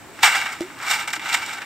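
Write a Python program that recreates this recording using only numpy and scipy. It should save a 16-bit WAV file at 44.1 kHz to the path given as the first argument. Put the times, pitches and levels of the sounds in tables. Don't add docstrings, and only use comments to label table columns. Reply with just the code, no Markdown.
import sys
import numpy as np
from scipy import signal
from scipy.fft import rfft, irfft
from scipy.io import wavfile
from scipy.ndimage import uniform_filter1d

SR = 44100
rng = np.random.default_rng(int(sys.argv[2]) if len(sys.argv) > 2 else 0)


def dump_mix(stems):
    frames = np.atleast_2d(stems).T
    limited = np.clip(frames, -1, 1)
    pcm = np.round(limited * 32767).astype(np.int16)
    wavfile.write(sys.argv[1], SR, pcm)


N = 72765
T = np.arange(N) / SR
FFT_SIZE = 92160
HZ = np.maximum(np.fft.rfftfreq(FFT_SIZE, 1 / SR), 1)
SHARE_SAMPLES = int(.0098 * SR)


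def from_db(db):
    return np.exp(np.asarray(db) * (np.log(10) / 20))


def at_hz(points):
    hz, value = np.transpose(points)
    return np.interp(np.log(HZ), np.log(hz), value)


def through(x, response):
    return irfft(rfft(x, FFT_SIZE) * response, FFT_SIZE)[..., :N]


def unit_power(response):
    return response / np.sqrt(np.mean(np.abs(response) ** 2))


def colour(spectrum):
    cepstrum = irfft(np.log(from_db(at_hz(spectrum))))
    cepstrum[1:FFT_SIZE // 2] *= 2
    cepstrum[FFT_SIZE // 2 + 1:] = 0
    return unit_power(np.exp(rfft(cepstrum)))


def stereo_noise(correlation):
    alike = np.clip(at_hz(correlation), 0, .999)
    mid, side = through(rng.standard_normal((2, N)), np.sqrt(np.array([1 + alike, 1 - alike]) / 2))
    return np.array([mid + side, mid - side])


def swell(peak_s, rise_s, fall_s):
    out = np.zeros(N)
    live = slice(*np.searchsorted(T, [peak_s - 4 * rise_s, peak_s + 4 * fall_s]))
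    age = T[live] - peak_s
    out[live] = from_db(-20 * np.maximum(-age / rise_s, age / fall_s))
    return out


def impact(spectrum, peak_s, level_db, fall_s):
    burst = swell(peak_s, .00046, fall_s) * rng.standard_normal(N)
    return from_db(level_db) * through(burst, colour(spectrum))


def bubble(start_s, pitch_hz, level_db, t60_s, glide_per_s=3.1):
    out = np.zeros(N)
    live = slice(*np.searchsorted(T, [start_s, start_s + t60_s]))
    age = T[live] - start_s
    level = from_db(level_db - 60 * age / t60_s) * (1 - np.exp(-4 * pitch_hz * age))
    out[live] = -level * np.sin(2 * np.pi * pitch_hz * age * (1 + glide_per_s * age / 2))
    return out


# frequency_hz, relative_db
CREEK_SPECTRUM = [(25, -21), (60, -9), (105, -1.5), (160, -3.5), (300, 0.5), (480, -6.5), (650, -5.5),
                  (850, -1.5), (1050, -5.5), (2300, -8), (3100, -15), (6500, -19), (7700, -12.5),
                  (8400, -16), (9300, -23.5), (15000, -24)]
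# frequency_hz, correlation
CREEK_CORRELATION = [(30, .3), (60, .5), (150, .55), (380, 0.74), (950, 0.83), (2380, 0.7), (6000, 0.24),
                     (15000, .15)]


def creek(gurgles_per_s=50, low_hz=95.6, high_hz=1710):
    water = from_db(-43) * through(stereo_noise(CREEK_CORRELATION), colour(CREEK_SPECTRUM))
    for when, pitch, size, pan in rng.random((int(gurgles_per_s * N / SR), 4)):
        pitch_hz = low_hz * (high_hz / low_hz) ** np.sqrt(pitch)
        gurgle = bubble(when * N / SR, pitch_hz, level_db=-57 + 10 * size, t60_s=23 / pitch_hz)
        water += gurgle * np.array([[.5 + pan], [1.5 - pan]])
    return water


# frequency_hz, correlation
NARROW_CORRELATION = [(200, .995), (1900, 1), (2700, 0.86), (3500, .95), (5000, .86), (8000, .85),
                      (14000, .68)]


def narrow_noise():
    return stereo_noise(NARROW_CORRELATION)


def bank_echo(close, level_db=-22, t60_s=.25, build_s=.0097):
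    tail = narrow_noise() * from_db(-60 * T / t60_s) * (1 - np.exp(-T / build_s))
    return from_db(level_db) * through(close, unit_power(rfft(tail, FFT_SIZE)))


# frequency_hz, relative_db
SPLASH_SPECTRUM = [(25, -48), (110, -27), (300, 0), (620, 2), (950, -13), (2200, -12.5), (5400, -12),
                   (6500, -22), (10000, -23), (16000, -40)]
# start_s, pitch_hz, level_db, t60_s
AIR_POCKETS = [(.002, 92, -44, .16), (.09, 374, -41.5, 0.26), (0.389, 105.7, -46, .22),
               (.6066, 324, -17.5, .15), (.685, 274, -40, 0.17), (.752, 260, -43, 0.17),
               (1.175, 304, -36.5, .1)]


def plops():
    slap = impact(SPLASH_SPECTRUM, peak_s=.6066, level_db=-22.5, fall_s=.008)
    return slap + sum(bubble(*pocket) for pocket in AIR_POCKETS)


# frequency_hz, relative_db
THUD_SPECTRUM = [(20, -8), (120, -4), (400, 5), (800, -2.5), (3000, -36), (16000, -62)]


def load_thud():
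    return impact(THUD_SPECTRUM, peak_s=.233, level_db=-33, fall_s=.025)


# frequency_hz, relative_db
GRIT_SPECTRUM = [(500, -24), (2000, -3), (3700, 0), (4700, -1.5), (5400, 2), (6700, -4.5), (7500, 3.5),
                 (8400, 0.5), (9200, -11.5), (11500, -13), (14200, -10), (16000, -20)]
# peak_s, level_db
GRAIN_SNAPS = [(.2315, -18), (.273, -26), (.524, -36), (.788, -40), (.828, -36), (.903, -25), (1.129, -27),
               (1.134, -28), (1.153, -32), (1.195, -39), (1.29, -30), (1.33, -26), (1.461, -32)]


def grit_snaps():
    level = sum(from_db(db) * swell(peak_s, rise_s=.0005, fall_s=.016) for peak_s, db in GRAIN_SNAPS)
    return through(level * narrow_noise(), colour(GRIT_SPECTRUM))


# peak_s, relative_db, rise_s, fall_s, pitch_hz
PEBBLE_RATTLES = [(.1905, -28, .001, .018, 1600), (.235, -6, .004, .015, 1700),
                  (.277, -10, .004, .03, 1600), (.349, -12, .004, .022, 1700),
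                  (.416, -25, .006, .025, 1900), (.464, -21, .003, .025, 1500),
                  (.533, -25, .003, .02, 1500), (.671, -36, .002, .04, 1450), (.703, -32, .004, .02, 1350),
                  (.776, -37, .008, .03, 1300), (.802, -26, .001, .022, 1300), (.838, -27, .08, .07, 1270),
                  (1.135, -18, .006, .014, 2000), (1.195, -22, .001, .018, 2050),
                  (1.322, -23, .003, .035, 2150), (1.3455, -11, .003, .014, 1950),
                  (1.586, -29, .012, .02, 1500), (1.622, -28, .025, .025, 1550)]


def big_pebbles(gain_db=-3, band_hz=(750, 2900)):
    out = np.zeros(N)
    for peak_s, db, rise_s, fall_s, pitch_hz in PEBBLE_RATTLES:
        resonance = signal.iirpeak(pitch_hz, Q=2, fs=SR)
        rattle = signal.lfilter(*resonance, rng.standard_normal(N))
        rattle /= np.sqrt(uniform_filter1d(rattle ** 2, SHARE_SAMPLES) + 1e-12)
        out += from_db(db + gain_db) * swell(peak_s, rise_s, fall_s) * rattle
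    return signal.sosfilt(signal.butter(2, band_hz, "band", fs=SR, output="sos"), out)


def contacts(per_s, spread_db, decay_s):
    sizes = from_db(spread_db * np.minimum(rng.exponential(1, N), 4))
    energy = (rng.random(N) < per_s / SR) * sizes ** 2
    pole = np.exp(-2 / (decay_s * SR))
    envelope = np.sqrt(signal.lfilter([1 - pole], [1, -pole], energy + 1e-9))
    clicks = envelope * narrow_noise()
    power = np.mean(clicks ** 2, axis=0)
    mean_power = uniform_filter1d(uniform_filter1d(power, SHARE_SAMPLES), SHARE_SAMPLES)
    return clicks / np.sqrt(mean_power + 1e-9)


# pitch_hz, width_hz, relative_db
SIEVE_MODES = [(756, 48, -5), (857, 40, 0), (940, 47, -5), (1213, 45, -3), (1328, 55, 1), (1511, 35, 2),
               (1579, 35, 1), (1761, 58, -5), (1932, 77, -3.5), (2088, 70, -0.5), (2243, 45, 4),
               (2319, 40, 4), (2790, 112, -2.5), (3760, 145, -8)]


def sieve_ring(knocks):
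    body = sum((-1) ** k * from_db(db) / (1 + 1j * (HZ ** 2 - pitch_hz ** 2) / (HZ * width_hz))
               for k, (pitch_hz, width_hz, db) in enumerate(SIEVE_MODES))
    return through(knocks, unit_power(body))


# frequency_hz, relative_db
KNOCK_SPECTRUM = [(25, -45), (200, -38), (450, -20.5), (640, -11), (850, -0.5), (1050, -6), (1400, 1),
                  (1850, -2.5), (2280, 3), (2520, -4.5), (2800, -2.5), (3300, -8.5), (4500, -13.5),
                  (8000, -24.5), (16000, -41)]
# peak_s, relative_db, rise_s, fall_s, grit_over_pebbles_db
GRAVEL_SHIFTS = [ (0.212, -38, 0.1, 1.3, -8), (.233, -5.5, .006, .026, -7),
                 (.246, -11, 0.0185, 0.0675, -5.5), (0.259, -14.5, .007, .085, -8),
                 (.322, -21.5, .04, .07, -8.5), (.358, -18.5, .05, .095, -8), (.413, -24, .02, .07, -10),
                 (.461, -25, .025, .05, -11), (.495, -31, .04, .12, -11), (.529, -34, .015, .05, -5),
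                 (0.618, -35, .008, .035, -4), (.83, -34, .05, .1, -6), (.882, -25, .07, .04, -7),
                 (0.913, -16, .035, .035, -5), (.937, -20.5, .025, .08, -4.5), (0.996, -26, 0.024, .06, -7),
                 (1.015, -28, 0.04, .075, -10), (1.076, -22.5, 0.0023, .033, -6.5),
                 (1.103, -28, 0, .028, -6), (1.1295, -28, -0.0066, .03, 4), (1.133, -20, 0.0017, .02, -9),
                 (1.161, -26, 0.0129, .028, -7), (1.221, -33, 0.04, 0.17, -12), (1.262, -26, .06, .08, -12),
                 (1.296, -24, 0.0339, .045, -8), (1.329, -20, .025, .04, -9), (1.344, -14.5, .01, .02, -3),
                 (1.37, -25, 0.0261, .09, -9.5), (1.429, -28, 0.05, .05, -8), (1.49, -29, .09, .1, -9),
                 (1.538, -30, .05, .04, -6), (1.585, -32, 0.07, .016, -10), (1.621, -31, .035, .045, -12)]


def gravel(sieve_db=-1.7, knock_db=-3.2, grit_db=.4):
    pebble_power, grit_power = np.zeros((2, N))
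    for peak_s, db, rise_s, fall_s, grit_over_pebbles_db in GRAVEL_SHIFTS:
        power = (from_db(db) * swell(peak_s, rise_s, fall_s)) ** 2
        pebble_power += power
        grit_power += power * from_db(grit_over_pebbles_db) ** 2
    on_sieve, on_stone = (np.sqrt(pebble_power) * contacts(per_s=1600, spread_db=2, decay_s=.0012)
                          for _ in range(2))
    on_grit = np.sqrt(grit_power) * contacts(per_s=2800, spread_db=2.6, decay_s=.0026)
    ring = from_db(sieve_db) * sieve_ring(on_sieve)
    knocks = from_db(knock_db) * through(on_stone, colour(KNOCK_SPECTRUM))
    crackle = from_db(grit_db) * through(on_grit, colour(GRIT_SPECTRUM))
    return ring + knocks + crackle


# frequency_hz, left_over_right_db
PORT_BALANCE = [(60, 0), (99, -4), (160, -1), (270, -0.5), (450, -1.5), (740, 0.0), (1220, -1.5),
                (2010, 2.0), (3330, -4.0), (5500, -4.0), (9080, -2.0), (15000, -2.0)]
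# frequency_hz, left_lead_rad
PORT_PHASE = [(1700, -0.067), (2200, -.55), (2550, -1.4), (3000, 0.76), (3500, 0.34), (4100, -1.04),
              (4700, -.4), (6000, -0.22), (8000, -.35), (13000, -.4)]


def microphone_ports(sound):
    sides = np.array([[.5], [-.5]])
    gain = from_db(sides * at_hz(PORT_BALANCE))
    phase = sides * at_hz(PORT_PHASE)
    return through(sound, gain * np.exp(1j * phase))


def scene():
    close = gravel() + big_pebbles() + load_thud() + plops() + grit_snaps()
    return microphone_ports(close + bank_echo(close)) + creek()


def record(dry, overload=1.2, cutoff_hz=15700):
    rounded = overload * np.tanh(dry / overload)
    return through(rounded, 1 / np.sqrt(1 + (HZ / cutoff_hz) ** 400))


dry = scene()
out = record(dry)
dump_mix(out)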